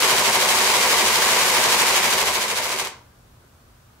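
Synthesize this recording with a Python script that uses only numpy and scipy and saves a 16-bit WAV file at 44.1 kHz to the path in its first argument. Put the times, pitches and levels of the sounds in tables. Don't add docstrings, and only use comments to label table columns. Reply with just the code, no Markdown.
import sys
import numpy as np
from scipy import signal
from scipy.fft import rfft, irfft, next_fast_len
from scipy.io import wavfile
from scipy.ndimage import uniform_filter1d

SR = 44100
rng = np.random.default_rng(int(sys.argv[2]) if len(sys.argv) > 2 else 0)


def store_wav(level_fs):
    pcm = np.round(np.clip(np.atleast_2d(level_fs), -1, 1) * 32767)
    wavfile.write(sys.argv[1], SR, pcm.T.astype(np.int16))


def level_to_linear(level):
    exponent = np.asarray(level, float) / 20
    return 10 ** exponent


N = 176400
SPAN = next_fast_len(N + SR)

# time_s, steps
DRUM_STEPS = [(-.058, -1), (.423, 5), (.83, 10), (1.23, 15), (1.64, 20), (2.044, 25), (2.278, 28),
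              (2.5, 31), (2.72, 34), (2.797, 35), (2.866, 36), (3.0, 38)]
# time_s, level_db, unison_db
ACTIVITY = [(0, 0.5, 1.5), (.3, -1, 3.5), (.6, 0.5, 0.5), (1.0, 0, 2), (1.4, 0, 0.5), (1.75, .5, 2.5),
            (2.05, -1, 2), (2.28, -3, 3), (2.4, -5, 3), (2.6, -7, 4), (2.7, -7, 1.5), (2.801, -7, 5),
            (2.835, -11.5, 3), (2.874, -7.5, -4), (2.9, -50, -1), (2.95, -88, 2)]
FLAPS_PER_S, FLAP_SIZE_DB = 5000, 3.0
THINNING = 0.5
SLAP_LAG_STEPS, SLAP_UNISON = 0.3, 1.8
SLAP_FADE = 1.144

# freq_hz, density_db
TICK_SPECTRUM = [(200, -41), (500, -14.5), (1000, -12), (1600, -9.5), (2600, -9), (7600, -14.5),
                 (12000, -20), (15700, -27)]
TICK_DB, TICK_T60_S = -19.5, 0.008
# freq_hz, level_db, t60_s
HOUSING_MODES = [(192, -14.5, 0.035), (222.4, -15.5, 0.064), (381.4, -14.5, 0.092), (451, -12, 0.059),
                 (514, -6.5, 0.031), (615, -8.5, 0.038), (760, -7.5, 0.037), (858, -6, 0.03),
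                 (948, 0, 0.037), (1116, -1.5, .02), (1160, -17.5, 0.0075), (2080, -2.5, 0.019),
                 (2333, 2.5, 0.0093), (3190, -18.5, 0.0071)]
SLAP_DB, DETUNE_RATIO, DETUNE_FULL_HZ = -25, 0.068, 830

PLACES = 20
PORT_GAP_M, SOUND_M_PER_S = 0.07, 343
WALL_SIDE, WALL_SPAN, SHADOW_DB = 0.0, 0.94, 4.5
# freq_hz, t60_s
ROOM_T60 = [(120, 0.99), (500, 0.41), (1000, 0.51), (2300, 0.36), (6000, 0.34), (14000, 0.13)]
ROOM_DB = -4.5
# freq_hz, likeness
ROOM_LIKENESS = [(60, 1), (130, 1), (290, 0.98), (640, 0.67), (1410, .5), (3100, .05), (15000, .05)]
# freq_hz, left_minus_right_db
PORT_LEAN = [(200, 0), (700, 1.2), (2400, .5), (5000, 0), (8100, -1.5), (13000, 1.2)]

# freq_hz, density_db
AIR_SPECTRUM = [(18, -31), (36, -16.5), (82, -7.5), (230, -11.5), (600, -16), (1500, -16.5), (1900, -23.5),
                (16000, -31.5)]
AIR_DB = -52.5
# freq_hz, likeness
AIR_LIKENESS = [(90, 1), (150, .95), (290, .62), (640, .2), (1400, .05), (15000, 0)]
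# time_s, lift_db
MOTOR_LIFT = [(0, 15), (2.3, 16), (2.6, 11), (3.15, 14), (4, 10)]
HUM_HZ, HUM_DB = 120, -64

# time_s, peak_db
NEAR_FLAPS = [(2.041, -14), (2.05, -12), (2.189, -15), (2.274, -15), (2.288, -13), (2.406, -18), (2.5, -18),
              (2.585, -19), (2.631, -17), (2.701, -16), (2.724, -18), (2.739, -19), (2.774, -17),
              (2.797, -19), (2.803, -15), (2.82, -20), (2.845, -23), (2.859, -26)]
NEAR_DB, NEAR_T60_S = -3, 0.04
LOW_CUT_HZ, EDGE_HZ = 74.6, 15715


def evened(x):
    return x / np.sqrt(np.mean(x ** 2) + 1e-20)


def read(points, hz):
    f, value = np.transpose(points)
    return np.interp(np.log(hz + 1), np.log(f + 1), value)


def colour(points):
    hz = np.abs(np.fft.fftfreq(4096, 1 / SR))
    log_gain = np.log(level_to_linear(read(points, hz)))
    return np.fft.ifft(np.exp(np.conj(signal.hilbert(log_gain)))).real[:1024]


def pair(a, b, likeness):
    likeness = np.clip(likeness, -1, 1)
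    mid = np.sqrt((1 + likeness) / 2) * a
    side = np.sqrt((1 - likeness) / 2) * b
    return np.array([mid + side, mid - side])


def strikes(lag_steps, unison, fade):
    t = np.arange(N) / SR
    when, level_db, unison_db = np.transpose(ACTIVITY)
    step = np.interp(t, *np.transpose(DRUM_STEPS)) - lag_steps
    crowding_db = unison * np.interp(t, when, unison_db) * np.cos(2 * np.pi * step)
    db = fade * np.interp(t, when, level_db) + crowding_db
    share = np.clip(level_to_linear(2 * THINNING * np.minimum(db, 3)), 0.03, 2)
    draw = rng.random(N)
    size = rng.exponential(1, N)
    place = rng.integers(0, PLACES, N)
    hit = np.clip((share * FLAPS_PER_S / SR - draw) * 200, 0, 1)
    hit = hit * rng.choice([-1., 1.], N)
    size_db = FLAP_SIZE_DB * np.minimum(size, 3.5)
    return hit * level_to_linear(db + size_db) / np.sqrt(share), place


def tick():
    t = np.arange(700) / SR
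    burst = rng.standard_normal(700) * level_to_linear(-60 * t / TICK_T60_S)
    z = rfft(np.pad(burst, (60, 264)))
    crack = irfft(z / np.sqrt(uniform_filter1d(abs(z) ** 2, size=15)))
    return signal.oaconvolve(crack / np.linalg.norm(crack), colour(TICK_SPECTRUM))


def slap():
    t = np.arange(8000) / SR
    ring = np.zeros(len(t))
    for k, (hz, db, t60_s) in enumerate(HOUSING_MODES):
        spread = DETUNE_RATIO * min(hz / DETUNE_FULL_HZ, 1) ** 2
        mode_hz = hz * (1 + spread * rng.uniform(-1, 1))
        ring += (-1) ** k * level_to_linear(db - 60 * t / t60_s) * np.sin(2 * np.pi * mode_hz * t)
    return ring


def flaps(lag_steps, unison, fade, voice, level_db):
    size, place = strikes(lag_steps, unison, fade)
    z = np.array([rfft(size * (place == k), SPAN) * rfft(voice(), SPAN) for k in range(PLACES)])
    energy = 2 * np.sum(abs(z) ** 2) / SPAN
    return level_to_linear(level_db) * z / np.sqrt(energy / (2.2 * SR))


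def room():
    taps = np.zeros((2, SR // 2))
    slots = np.arange(200, SR // 2 - 20, 20)
    at = slots + rng.integers(0, 20, (2, len(slots)))
    np.put_along_axis(taps, at, rng.choice([-1., 1.], at.shape), 1)
    hz, t, z = signal.stft(taps, SR, nperseg=512)
    t60_s = read(ROOM_T60, hz)[:, None]
    z = pair(z[0], z[1], read(ROOM_LIKENESS, hz)[:, None]) * level_to_linear(-60 * t / t60_s)
    tail = signal.istft(z / np.sqrt(t60_s), SR, nperseg=512)[1]
    return tail / np.linalg.norm(tail[0])


def wall():
    z = flaps(0, 1, 1, tick, TICK_DB)
    z = z + flaps(SLAP_LAG_STEPS, SLAP_UNISON, SLAP_FADE, slap, SLAP_DB)
    hz, out = np.fft.rfftfreq(SPAN, 1 / SR), 0
    for k, side in enumerate(WALL_SIDE + WALL_SPAN * np.linspace(-1, 1, PLACES)):
        delay = np.exp(1j * np.pi * hz * side * PORT_GAP_M / SOUND_M_PER_S)
        lead = delay * level_to_linear(side * SHADOW_DB * np.minimum(hz / 4000, 1))
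        direct = np.array([lead, 1 / lead])
        out = out + z[k] * (direct + level_to_linear(ROOM_DB) * rfft(room(), SPAN))
    return irfft(out, SPAN)[:, :N]


def air():
    frames, hz = N // 512 + 5, np.fft.rfftfreq(2048, 1 / SR)
    a, b, c, d, patches = rng.standard_normal((frames, 1025, 5)).T
    patches = uniform_filter1d(patches, size=8, axis=0)
    patches = evened(uniform_filter1d(patches, size=6, axis=1))
    lift_db = np.interp(np.arange(frames) * 512 / SR, *np.transpose(MOTOR_LIFT))
    lift_db = lift_db / (1 + (hz[:, None] / 110) ** 4)
    level_db = read(AIR_SPECTRUM, hz)[:, None] + 0.6 * patches + lift_db
    z = pair(a + 1j * b, c + 1j * d, read(AIR_LIKENESS, hz)[:, None]) * level_to_linear(level_db)
    out = signal.istft(z, nperseg=2048, noverlap=1536)[1][:, :N]
    hum = level_to_linear(HUM_DB) * np.sin(2 * np.pi * HUM_HZ * np.arange(N) / SR)
    return level_to_linear(AIR_DB) * out / np.std(out[:, 3 * SR:]) + hum


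def near():
    out = np.zeros((2, N + 9000))
    for start_s, peak_db in NEAR_FLAPS:
        crack, ring = tick(), slap()
        shift = rng.integers(-6, 7)
        crack = np.pad(crack / abs(crack).max(), (0, len(ring) - len(crack)))
        flap = ring / abs(ring).max() + crack
        t = np.arange(len(flap)) / SR
        flap = flap * level_to_linear(peak_db + NEAR_DB - 60 * t / NEAR_T60_S)
        start = round(start_s * SR)
        for channel, at in enumerate([start, start + shift]):
            out[channel, at:at + len(flap)] += flap
    return out[:, :N]


def scene():
    cut = signal.butter(3, LOW_CUT_HZ, "high", fs=SR, output="sos")
    return signal.sosfilt(cut, wall() + near()) + air()


def band_limit(x):
    return signal.sosfilt(signal.butter(12, 17040, fs=SR, output="sos"), x)


def record(dry):
    hz = np.fft.rfftfreq(N, 1 / SR)
    lean = level_to_linear(read(PORT_LEAN, hz) / 2)
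    mix = irfft(rfft(dry) * [lean, 1 / lean] * (hz < EDGE_HZ), N)
    return band_limit(mix)


dry = scene()
out = record(dry)
store_wav(out)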